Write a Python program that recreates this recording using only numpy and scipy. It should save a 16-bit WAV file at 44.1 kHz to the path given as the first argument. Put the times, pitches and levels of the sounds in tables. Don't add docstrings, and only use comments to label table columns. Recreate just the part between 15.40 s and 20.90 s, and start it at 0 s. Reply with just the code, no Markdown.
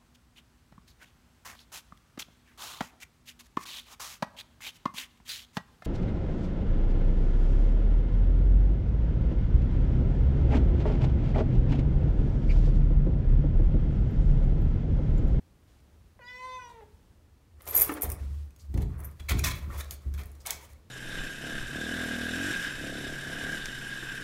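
import sys
import numpy as np
from scipy import signal
from scipy.fft import rfft, irfft, next_fast_len
from scipy.io import wavfile
from scipy.ndimage import map_coordinates

SR = 44100
rng = np.random.default_rng(int(sys.argv[2]) if len(sys.argv) > 2 else 0)


def dump(signal):
    limited = np.clip(np.atleast_2d(signal).T, -1, 1)
    pcm = np.round(limited * 32767).astype(np.int16)
    wavfile.write(sys.argv[1], SR, pcm)


def gain_from_db(level_db):
    decades = np.asarray(level_db, float) / 20
    return 10 ** decades


N = 242550
T = np.arange(N) / SR

# f/Hz, level/dB per Hz
ROOM_TONE = [(12, -55), (30, -11.5), (79, -2.5), (135, -16), (260, -20), (634, -29.5), (2060, -37.5),
             (15500, -48.5)]
# f/Hz, t60/s
ROOM_T60 = [(200, 0.53), (1000, 0.45), (4000, 0.35), (12000, 0.13)]
# f/Hz, half width/Hz, depth/dB
WALL_NOTCHES = [(491.5, 6, 13), (870, 5, 14), (931, 4.5, 15), (993, 5.5, 10), (1515, 9.1, 22)]
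# start t/s, end t/s, level/dB, centre f/Hz,
# width/octaves
SWISHES = [(0.278, 0.41, -72.5, 2900, 1.3), (2.373, 2.396, -30, 15200, .05),
           (2.415, 2.437, -26, 14800, .05), (2.515, 2.548, -48, 15650, .05),
           (2.622, 2.64, -34, 11800, 0.51), (2.798, 3.034, -66, 3020, 1.5), (3.35, 3.433, -49.5, 495, 0.85),
           (3.196, 3.223, -61.5, 5370, 0.53), (3.653, 3.73, -69, 12530, .1), (4.18, 4.37, -70, 14000, .3),
           (3.925, 3.97, -61, 9000, .9), (3.54, 3.687, -63, 1200, 0.44), (4.042, 4.05, -32, 5770, 0.17),
           (4.153, 4.172, -50.5, 13000, 0.43), (4.38, 4.398, -46, 12100, 0.63),
           (4.52, 4.548, -47.5, 12400, 0.48), (4.776, 4.815, -58, 13000, 0.24),
           (5.005, 5.019, -58, 5500, 0.68), (5.065, 5.102, -46, 770, 0.39)]
# t/s, pitch f/Hz, effort/dB, tongue forward/0-1, mouth opening/0-1
MEOW = [
    (.79, 525, -65, 0.2, 0.3),
    (.824, 479.5, -57, 0.87, 0.1),
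    (.89, 496.2, -49, 0.77, 0.4),
    (.975, 502.2, -52.5, 1, 0.59),
    (1.06, 512.6, -43.5, 0.36, 0.73),
    (1.16, 508, -45, 0.38, 0.75),
    (1.27, 478.4, -48.5, 0.26, 0.67),
    (1.33, 468.7, -55.5, 0.14, 0.84),
    (1.44, 433, -56, 0, 0.86),
]
# f/Hz, level/dB
THROAT = [(1200, -5), (1500, 4.5), (2550, -1), (3050, -4), (3550, 3), (4050, -7.5), (4600, -2.5),
          (5100, -16), (5700, 4), (6500, -15.5), (8200, -11.5), (9300, -22), (10500, -28), (13000, -24)]
# t/s, level/dB, hold/s
PUSHES = [(2.12, -54.5, 0.061), (2.268, -47.5, 0.026), (2.375, -47, 0.49), (2.643, -30.5, 0.038),
          (2.794, -31, 0.06), (2.891, -32, 0.14), (3.22, -45.5, .06), (3.275, -34.5, 0.026),
          (3.346, -35.5, 0.094), (3.5, -38.5, 0.075), (3.555, -37, 0.13), (3.79, -39.5, 0.1),
          (3.89, -27, 0.019), (3.943, -27.5, 0.036), (4.046, -39.5, 0.12), (4.209, -33, 0.058),
          (4.346, -33, 0.033), (4.435, -40, 0.11), (4.65, -29.5, .12), (4.834, -42, 0.13),
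          (5.13, -52, 0.15), (5.314, -47.5, .02)]
# t/s, peak level/dB, knock/dB
BLOWS = [(2.267, -48, 11), (2.349, -42.5, 13), (2.386, -40.5, 12), (2.632, -34.5, 8), (2.652, -33, -7.5),
         (2.696, -52, -10), (2.819, -37, -21), (3.295, -40, -30), (3.34, -21, -22), (3.376, -23.5, -13.5),
         (3.399, -50, 12), (3.421, -29.5, -14), (3.459, -34.5, -14), (3.592, -37, -8), (3.8, -41.5, -15),
         (3.908, -24, -7), (3.944, -20.5, -17), (3.981, -30.5, -12), (4.059, -28.5, -14), (4.107, -39, -34),
         (4.169, -37, -43), (4.271, -34, -24), (4.508, -45.5, -5), (4.656, -35, -45), (4.8, -45, 3),
         (5.065, -50, 5), (5.111, -50, 9)]
# f/Hz, width/Hz, level/dB
PANEL_MODES = [(43, 17.2, -0.5), (94.2, 18.1, 0.5), (124.7, 22, -2.5), (182.7, 16, -7), (249, 29.7, -12.5),
               (360, 70, -17)]
# f/Hz, width/Hz, level/dB
FRAME_MODES = [(291, 3.9, -2), (324, 27, -13), (420.7, 28, -2.5), (503, 24, -4.5), (573, 58, -16),
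               (712, 81, -2.5), (973, 85, -10)]
# t/s, peak level/dB, rough skin/dB
BODY_THUDS = [
    (2.4923, -26.5, 3.5),
    (2.498, -30.5, -4),
    (2.517, -25.5, -6),
    (2.55, -33.5, -16),
    (2.566, -36, -22),
    (2.58, -36, -13),
    (2.598, -33, -19),
]
# f/Hz, width/Hz, level/dB
HOLLOW_MODES = [(297, 17.5, 3), (438, 20, -6.5), (722, 20, -7), (876, 62, -3.5), (1100, 86, -3),
                (1290, 88, -4), (1780, 130, -9), (2200, 180, -14), (2720, 370, -18)]
# t/s, pressure level/dB, speed/0-1
SLIDE = [(2.15, -69.5, 0.68), (2.31, -48, 0.73), (2.4, -41, 0.44), (2.45, -50, 0.6), (2.51, -43.5, 0.4),
         (2.58, -47, 0.44), (2.76, -55.5, 0.52), (3.02, -74, 1), (3.1, -80, 1), (3.46, -68, 0.97),
         (3.6, -56, 0), (3.78, -68, 0.87), (4.03, -62, 0.76), (4.37, -48, 0.62), (4.55, -65.5, 0.83),
         (5.0, -68, 0.8), (5.19, -61, 1), (5.5, -82, 0.6)]
# f/Hz, level/dB per Hz
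FUR_RUB = [(88, -41), (200, -25.5), (331, -7), (562, -4), (623, -8.5), (1320, -8), (5000, -37.5),
           (11000, -120)]
# f/Hz, level/dB per Hz
FUR_HISS = [(2000, -3), (4000, 0), (9000, -1), (16000, -3)]
# f/Hz, width/Hz, level/dB
WOOD_GRAIN = [(463, 50, -16), (665, 109, 4), (1100, 300, -5), (1326, 375, 5), (1855, 350, -0.5),
              (2214, 345, 7), (3545, 200, -4), (3980, 242, 3.5)]
# start t/s, end t/s, first level/dB, last level/dB, low rasp/dB
CLAW_STROKES = [(2.209, 2.213, -63, -72, 9.5), (2.273, 2.335, -44.5, -74, -3.5),
                (2.33, 2.447, -46.5, -42.5, -5), (2.485, 2.534, -49, -61, -8),
                (2.614, 2.657, -62, -51, 3.5), (3.189, 3.23, -63.5, -68, -10), (3.343, 3.35, -63, -61, 5),
                (3.379, 3.388, -54.5, -67.5, 6.5), (3.407, 3.43, -63, -57.5, 5),
                (3.797, 3.804, -61.5, -54, 8), (3.89, 3.92, -36.5, -38, 2.5), (3.964, 3.993, -62, -41.5, 3),
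                (4.04, 4.089, -34, -37.5, 0), (4.095, 4.119, -45.5, -41.5, 0),
                (4.132, 4.196, -55, -57, -1.5), (4.329, 4.41, -71, -42.5, -1),
                (4.517, 4.558, -48, -67.5, -3.5), (4.745, 4.748, -64, -57, 4),
                (4.779, 4.82, -58.5, -56.5, 7), (5.0, 5.02, -74, -64.5, -7), (5.056, 5.116, -53.5, -49, 6),
                (5.122, 5.184, -48, -63, -4), (5.21, 5.252, -60, -56, -3.5), (5.294, 5.332, -66, -64.5, -3)]
# t/s, peak level/dB, fibre f/Hz
CLAW_TICKS = [(3.107, -57, 2530), (3.1628, -52.5, 6500), (3.3423, -43, 2000), (3.3755, -40, 2150),
              (3.421, -39.5, 2206), (3.7995, -44, 2300), (3.8961, -21, 2200), (3.9075, -41, 2520),
              (3.9197, -39, 3480), (3.9936, -24.5, 2460), (4.047, -17, 2060), (4.4, -33, 3960),
              (4.445, -42, 1760), (4.5093, -25.5, 4500), (4.74, -36, 1660), (4.793, -43, 2070),
              (4.835, -41, 1840), (4.819, -51, 2000), (4.952, -52.5, 5800), (5.063, -25, 3150),
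              (5.07, -21, 2306), (5.107, -17, 2080), (5.128, -35, 2080), (5.333, -52, 1990)]
# t/s, peak level/dB, f/Hz
TWANGS = [(3.892, -28, 3380), (3.914, -36, 1950), (3.917, -36, 1100), (3.997, -29, 2420),
          (3.988, -27, 6900), (4.043, -33, 2080), (4.049, -25, 2580), (4.061, -26, 3960),
          (4.066, -33.5, 1010), (4.08, -40, 1034), (4.112, -28, 3980), (4.114, -32, 3300),
          (4.299, -42, 1168), (4.302, -40.5, 1355), (4.308, -45, 1860), (4.402, -50, 2000),
          (4.41, -34, 3870), (4.414, -42, 1780), (4.518, -53, 580), (5.065, -57, 854), (5.08, -45, 946),
          (5.107, -38, 3260), (5.11, -41.5, 922), (5.118, -43.5, 870), (5.128, -41, 2100),
          (5.205, -58.5, 1010), (5.225, -50, 944), (5.357, -59, 2160)]
# f/Hz, level/dB per Hz
RASP = [(300, -19), (600, 3.5), (1200, 5.5), (2200, 4.5), (2800, 0.5), (3400, 4), (4500, -0.5), (7000, -18)]
# f/Hz, level/dB per Hz
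SCRATCH = [(1760, -40), (3000, -8.5), (4080, -10), (4830, -7), (6670, -1.5), (7780, -5), (12300, -4.5),
           (16000, -7)]
# t/s, clink level/dB, struck key f/Hz, ring over the clink/dB
KEY_HITS = [(2.22, -33, 13500, -7.5), (2.238, -50.5, 9900, -0.5), (2.2554, -38.5, 9200, 2),
            (2.267, -35, 12500, 3.5), (2.2767, -23.5, 12600, 0), (2.2876, -24, 12200, 2),
            (2.297, -28.5, 9200, 4.5), (2.309, -33, 12400, 11.5), (2.327, -37.5, 9170, 6),
            (2.342, -26, 12465, 8.5), (2.348, -18, 12465, 9.5), (2.355, -28, 12465, 19.5),
            (2.361, -26, 12465, 20.5), (2.367, -20, 11900, 11), (2.3744, -16, 9170, 10.5),
            (2.382, -19.5, 12465, 11), (2.3917, -5, 11900, 0), (2.41, -8, 9700, 3),
            (2.414, -18, 11900, 13.5), (2.418, -19.5, 10830, 18), (2.422, -8.5, 12465, 2),
            (2.429, -21, 10830, 8), (2.4457, -19, 12080, 2), (2.46, -29.5, 12200, -1),
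            (2.477, -20.5, 10830, -2.5), (2.5156, -33, 9700, 9), (2.522, -23.5, 12600, -3),
            (2.539, -25.5, 9170, 2.5), (2.6112, -32, 5800, 9), (2.6208, -11, 13600, 6.5),
            (2.632, -14, 9860, 10), (2.641, -23, 12200, 3), (2.693, -29, 9300, -3.5),
            (2.7007, -19, 12600, -4), (2.7182, -18, 10830, 0), (3.5707, -54, 12800, -6),
            (3.578, -52, 11200, -4), (3.583, -48, 12800, -8), (3.592, -42, 12800, -11),
            (3.5975, -42, 9500, -8), (3.603, -34.5, 10800, -4.5), (3.637, -36, 12500, -2),
            (3.6565, -46.5, 6500, 6), (3.6458, -29.5, 13000, 2), (3.7133, -43.5, 12800, -3),
            (3.839, -51, 12800, -9), (4.857, -38, 12620, -2), (4.866, -46.5, 13200, -1.5),
            (4.917, -43.5, 7130, 2)]
# f/Hz, level/dB, t60/s
BUNCH_MODES = [(2300, -22, .05), (4880, -24, .2), (5800, -24, .05), (6850, -16, .1), (7800, -22, .05),
               (8700, -14, .07), (9170, -7, .09), (9700, -9, .05), (9860, -11, .05), (10830, -14, .22),
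               (11290, -10, .08), (11460, -7, .1), (11880, -6, .08), (11980, -2, .1), (12200, -4, .08),
               (12465, 0, .1), (12600, -5, .08), (12850, -8, .05), (13670, -8, .05), (14920, -11, .05),
               (15500, -11, .05)]
# f/Hz, level/dB, t60/s
RING_MODES = [(6050, -11, .035), (6500, -11, .03), (7130, -8, .035), (9800, -11, .04), (10800, -2, .08),
              (11200, -5, .05), (12620, -6, .08), (13000, -5, .09), (13200, -5, .1), (13800, -8, .06),
              (15300, -15, .04)]
# f/Hz, level/dB per Hz
CLINK = [(1180, -38), (2200, -6.5), (4150, -35), (5100, -16), (8190, -10), (9490, -4), (12400, -9.5),
         (16000, -3)]


def along(points, hz):
    f, v = np.transpose(points)
    return np.interp(np.log(hz + 1), np.log(f + 1), v)


def curves(rows):
    s, *cols = np.transpose(rows)
    return [np.interp(T, s, c) for c in cols]


def during(rows, fade_s):
    return np.clip(np.minimum(T - rows[0][0], rows[-1][0] - T) / fade_s, 0, 1)


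def wobble(rate_hz):
    return map_coordinates(rng.standard_normal(int(N * rate_hz / SR) + 4), [T * rate_hz])


def unit(x):
    return x / np.sqrt(np.mean(x ** 2) + 1e-20)


def filtered(x, response):
    m = next_fast_len(N + SR)
    return irfft(rfft(x, m) * response(np.fft.rfftfreq(m, 1 / SR)), m)[:N]


def resonances(modes):
    def response(f):
        total = 0
        for k, (c, width, db) in enumerate(modes):
            total = total + (-1) ** k * gain_from_db(db) * 1j * f * width / (c * c - f * f + 1j * f * width)
        return total
    return response


def grit(spectrum, spread_db, density):
    largest_slip = 2.8
    size_db = spread_db * np.minimum(rng.exponential(size=N), largest_slip)
    slips = rng.standard_normal(N) * (rng.random(N) < density) * gain_from_db(size_db)
    return unit(filtered(slips, lambda hz: gain_from_db(along(spectrum, hz))))


def chips(spectrum, per_second, cycles):
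    count = int(per_second * N / SR)
    when, pitch, size = rng.random((3, count, 1))
    hz, n = 300 * 50 ** pitch, np.arange(400)
    decay = np.exp(-n * hz / SR / cycles)
    tone = np.sqrt(hz) * hz ** .5 * decay * np.sin(2 * np.pi * hz * n / SR) * gain_from_db(6 * size)
    grains = np.bincount(((when * N).astype(int) + n).ravel(), tone.ravel())[:N]
    return unit(filtered(grains, lambda f: gain_from_db(along(spectrum, f))))


def room_tone():
    return gain_from_db(-58.5 + wobble(4.3)) * grit(ROOM_TONE, 0, 0.94)


def swishes():
    out = np.zeros(N)
    for start, end, db, hz, width in SWISHES:
        band = [(hz * 2 ** (-3 * width), -40), (hz * 2 ** -width, -5), (hz, 0),
                (hz * 2 ** width, -5), (hz * 2 ** (3 * width), -40)]
        times = [start - .008, start, end, end + 0.0078]
        level_db = np.interp(T, times, [db - 32.5, db, db - 4.5, db - 32], -200, -200)
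        out += gain_from_db(level_db) * grit(band, 0.57, 0.29)
    return out


def walls(hz, knots):
    comb_hz, comb_db = 71.7, 1
    ripple = map_coordinates(knots, [hz / comb_hz]) * (hz > 2200)
    return comb_db * ripple - sum(db / (1 + ((hz - c) / w) ** 2) for c, w, db in WALL_NOTCHES)


def meow():
    hz, jaw_db, forward, opening = curves(MEOW)
    tongue_db = jaw_db - 19 + 25 * forward
    throat_db = jaw_db - 17.5 + 13 * forward
    throat_scale = 0.74 + (1.147 - 0.74) * opening

    hum_ends_s, chest_joins_s, chest_rise_s, chest_dip_db = .81, 0.87, .08, 10
    silent = np.minimum((T - hum_ends_s) / 0.013, 1 - (T - chest_joins_s) / chest_rise_s)
    chest_db = -57 - chest_dip_db * np.clip(silent, 0, 1) + 0.34 * np.maximum(jaw_db + 47, 0)

    ending_s, ending_lasts_s, ending_drop, ending_waver = 1.395, 0.02, 0.03, .012
    ending = np.clip((T - ending_s) / ending_lasts_s, 0, 1)
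    hz = hz * (1 - ending_drop * ending)
    waver = (0.002 + ending_waver * ending) * wobble(60.3)
    phase = 2 * np.pi * np.cumsum(hz * (1 + waver)) / SR

    knots = rng.standard_normal(1000)
    voice = gain_from_db(chest_db + walls(hz, knots)) * np.sin(phase)
    voice += gain_from_db(jaw_db + walls(2 * hz, knots)) * np.sin(2 * phase + 1)
    voice += gain_from_db(tongue_db) * np.sin(4 * phase + 2)
    for k in [3, *range(5, 31)]:
        effort_db = .5 * (throat_db + 52.5) * np.log2(k / 7)
        colour_db = along(THROAT, k * hz / throat_scale) + throat_db + effort_db - 8.0
        flicker_db = 3.6 * wobble(28.1) + 2.2 * wobble(130)
        voice += gain_from_db(colour_db + walls(k * hz, knots) + flicker_db) * np.sin(k * phase + k * k)

    husk = [(250, -28), (450, 1), (850, -4), (2400, -23), (3700, -10), (5000, -25), (7000, -17), (16000, -31)]
    breath = grit(husk, 0, 0.77) * (1 + np.cos(phase))
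    glottis = np.zeros(N)
    glottis[round(.792 * SR)] = gain_from_db(-8.0)
    glottis[round(1.408 * SR)] = gain_from_db(-11)
    pop = filtered(glottis, resonances([(580, 49, 2.0), (1090, 620, -15.0), (2000, 180, -9.0)]))

    sung = np.sqrt(2) * gain_from_db(0.55 * wobble(34.46)) * voice + gain_from_db(jaw_db - 27.5) * breath
    sigh_s, sigh_rise_db_per_s, sigh_fall_db_per_s = 1.3, 484, 300
    sigh_db = -62.5 - np.maximum(sigh_rise_db_per_s * (sigh_s - T), sigh_fall_db_per_s * (T - sigh_s))
    return during(MEOW, 0.004) * sung + pop + gain_from_db(sigh_db) * breath


def pushed(start_s, level_db, hold_s):
    rise_db_per_s, sag_db_per_s, damp_db_per_s = 899.5, 35, 185
    t = T - start_s
    rise_db = rise_db_per_s * np.minimum(t - .02, 0)
    sag_db = sag_db_per_s * np.maximum(t, 0)
    damp_db = damp_db_per_s * np.maximum(t - .02 - hold_s, 0)
    return level_db + rise_db - sag_db - damp_db


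def door():
    swing = np.sqrt(sum(gain_from_db(pushed(*row)) ** 2 for row in PUSHES))
    sway_hz = 71.1 * (1 + 0.012 * wobble(13))
    sway = np.sqrt(2) * swing * np.sin(2 * np.pi * np.cumsum(sway_hz) / SR)

    soft = swing * gain_from_db(7.5) * rng.standard_normal(N)
    hard = np.zeros(N)
    for s, db, knock_db in BLOWS:
        soft[round(s * SR)] += gain_from_db(db + 52.5)
        hard[round(s * SR)] = gain_from_db(db + knock_db + 37.0)

    thud = np.zeros(N)
    touch = np.sin(np.pi * np.arange(0, 1, 1 / (0.0014 * SR)))
    contact_s, n = 0.0081, N // 100
    for s, db, skin_db in BODY_THUDS:
        skin = gain_from_db(skin_db) * rng.standard_normal(n) * np.exp(-T[:n] / contact_s)
        push = skin + np.pad(touch, (0, n - len(touch)))
        thud[round(s * SR):][:n] += gain_from_db(db + 15.5) * push

    def padded_panel(f):
        pad = (1j * f / (25 + 1j * f)) ** 2 / (1 + 1j * f / 260) ** 2
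        return pad * resonances(PANEL_MODES)(f)

    knocks = filtered(soft, padded_panel) + filtered(hard, resonances(FRAME_MODES))
    return sway + filtered(thud, resonances(HOLLOW_MODES)), knocks


def slide():
    pressure_db, speed = curves(SLIDE)
    level_db = pressure_db + 2.66 * wobble(40)
    rub = grit(FUR_RUB, 0.99, 0.27) + 0.72 * chips(FUR_RUB, 900, cycles=32)
    dull = gain_from_db(level_db) * unit(rub)
    dull = filtered(dull, lambda f: 0.86 + resonances(WOOD_GRAIN)(f))
    hiss = gain_from_db(level_db - 22.5 + 23.5 * speed) * grit(FUR_HISS, 1.1, 0.81)
    return during(SLIDE, 0.062) * (dull + hiss)


def claws():
    bright, dull = np.zeros(N), np.zeros(N)
    for start, end, first_db, last_db, low_db in CLAW_STROKES:
        times = [start - .006, start, end, end + 0.023]
        shape = gain_from_db(np.interp(T, times, [first_db - 23.0, first_db, last_db, last_db - 47.0], -200, -200))
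        bright += shape ** 2
        dull += (shape * gain_from_db(low_db)) ** 2

    twang, t = np.zeros(N + SR), np.arange(SR // 20) / SR
    tick_t60_s, pluck_cycles = .045, 75
    for s, db, hz in CLAW_TICKS:
        low_db = min(-6, -47.5 - db)
        ring = gain_from_db(db + low_db - 5.5 - 60 * t / tick_t60_s) * np.sin(2 * np.pi * hz * t)
        twang[round(s * SR):][:len(t)] += ring
        away_s = np.abs(T - s)
        shape = gain_from_db(db - 9 - 60 * away_s / 0.025) + gain_from_db(db - 14 - 60 * away_s / 0.004)
        shape = (T > s - .0005) * shape
        bright += shape ** 2
        dull += (shape * gain_from_db(low_db)) ** 2
    for s, db, hz in TWANGS:
        pluck = gain_from_db(db - 60 * t * hz / pluck_cycles) * np.minimum(t / 0.0018, 1)
        twang[round(s * SR):][:len(t)] += pluck * np.sin(2 * np.pi * hz * t)

    scratch = grit(SCRATCH, 1.6, 0.56) + 0.3 * chips(SCRATCH, 2500, cycles=24)
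    rasp = grit(RASP, 2.97, 0.28) + chips(RASP, 1200, cycles=26)
    rasp = filtered(rasp, lambda f: 0.56 + resonances(WOOD_GRAIN)(f))
    stutter = gain_from_db(0.6 * wobble(200) + 1.14 * wobble(70))
    return twang[:N] + stutter * (np.sqrt(bright) * unit(scratch) + np.sqrt(dull) * unit(rasp))


def keys():
    out, t = np.zeros(N + SR), np.arange(SR // 4) / SR
    held_from_s, ring_from_s, held_life, long_s = 2.5, 3, .25, .15
    clink = grit(CLINK, 1.3, 0.82)
    for (s, db, key_hz, ring_db), after in zip(KEY_HITS, [*KEY_HITS[1:], [9]]):
        modes = BUNCH_MODES if s < ring_from_s else RING_MODES
        hz, level_db, t60 = np.transpose(modes)[..., None]
        held = held_from_s < s < ring_from_s
        grip = held_life if held else 1
        draw = rng.standard_normal((3, len(hz), 1))
        struck_db = 12 / (1 + ((hz - key_hz) / 160) ** 2) + 4.0 * draw[0]
        struck_db = struck_db - 7 * (t60 > long_s) * held
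        life_s = t60 * np.where(t60 > long_s, 1, grip) * np.clip((db + 63.0) / 40, .25, 1)
        tone = np.sin(2 * np.pi * hz * (1 + 0.00069 * draw[1]) * t + 9 * draw[2])
        ring = (gain_from_db(level_db + struck_db - 60 * t / life_s) * tone).sum(axis=0)
        choke = gain_from_db(-12 * np.clip((t + s - after[0]) / 0.0083, 0, 1)) * (1 - np.exp(-t / 0.00014))
        at = round(s * SR)
        crack = gain_from_db(-12.5 - 60 * t / 0.0036) + gain_from_db(-8.5 - 60 * t / 0.059)
        crack = crack * np.resize(clink[at:], len(t))
        out[at:][:len(t)] += gain_from_db(db - 10.0) * (gain_from_db(ring_db - 12.5) * ring * choke + crack)

    taps = np.zeros(N)
    for s, db, _, ring_db in KEY_HITS:
        taps[round(s * SR)] = gain_from_db(db - .3 * ring_db)
    snap = filtered(taps, resonances([(9300, 640, -1.5), (12800, 2900, -7.5)]))
    jiggle = gain_from_db(2.5 * wobble(250))
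    return out[:N] * jiggle + gain_from_db(12.0) * snap


def room(x):
    hz, t, z = signal.stft(rng.standard_normal(SR // 2), SR, nperseg=256)
    decay = gain_from_db(-60 * t / along(ROOM_T60, hz)[:, None])
    tail = signal.istft(z * decay, SR, nperseg=256)[1]
    delayed = np.pad(x, (250, 0))
    return signal.fftconvolve(delayed, tail / np.linalg.norm(tail))[:N]


def scene():
    air = room_tone()
    cat = meow()
    sway, knocks = door()
    near = swishes() + claws() + keys()
    wet = gain_from_db(-8.5) * cat + gain_from_db(-8.5) * near + gain_from_db(-0.5) * knocks
    return (cat + near + knocks + sway + slide() + room(wet) + air)[None]


def low_pass(x):
    return signal.sosfilt(signal.butter(12, 16600, fs=SR, output="sos"), x)


def record(dry):
    top_hz = 15900
    edge = [top_hz - 200, top_hz + 200]
    mix = filtered(dry[0], lambda hz: gain_from_db(np.interp(hz, edge, [0, -34])))[None]
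    return low_pass(mix)


dry = scene()
out = record(dry)
dump(out)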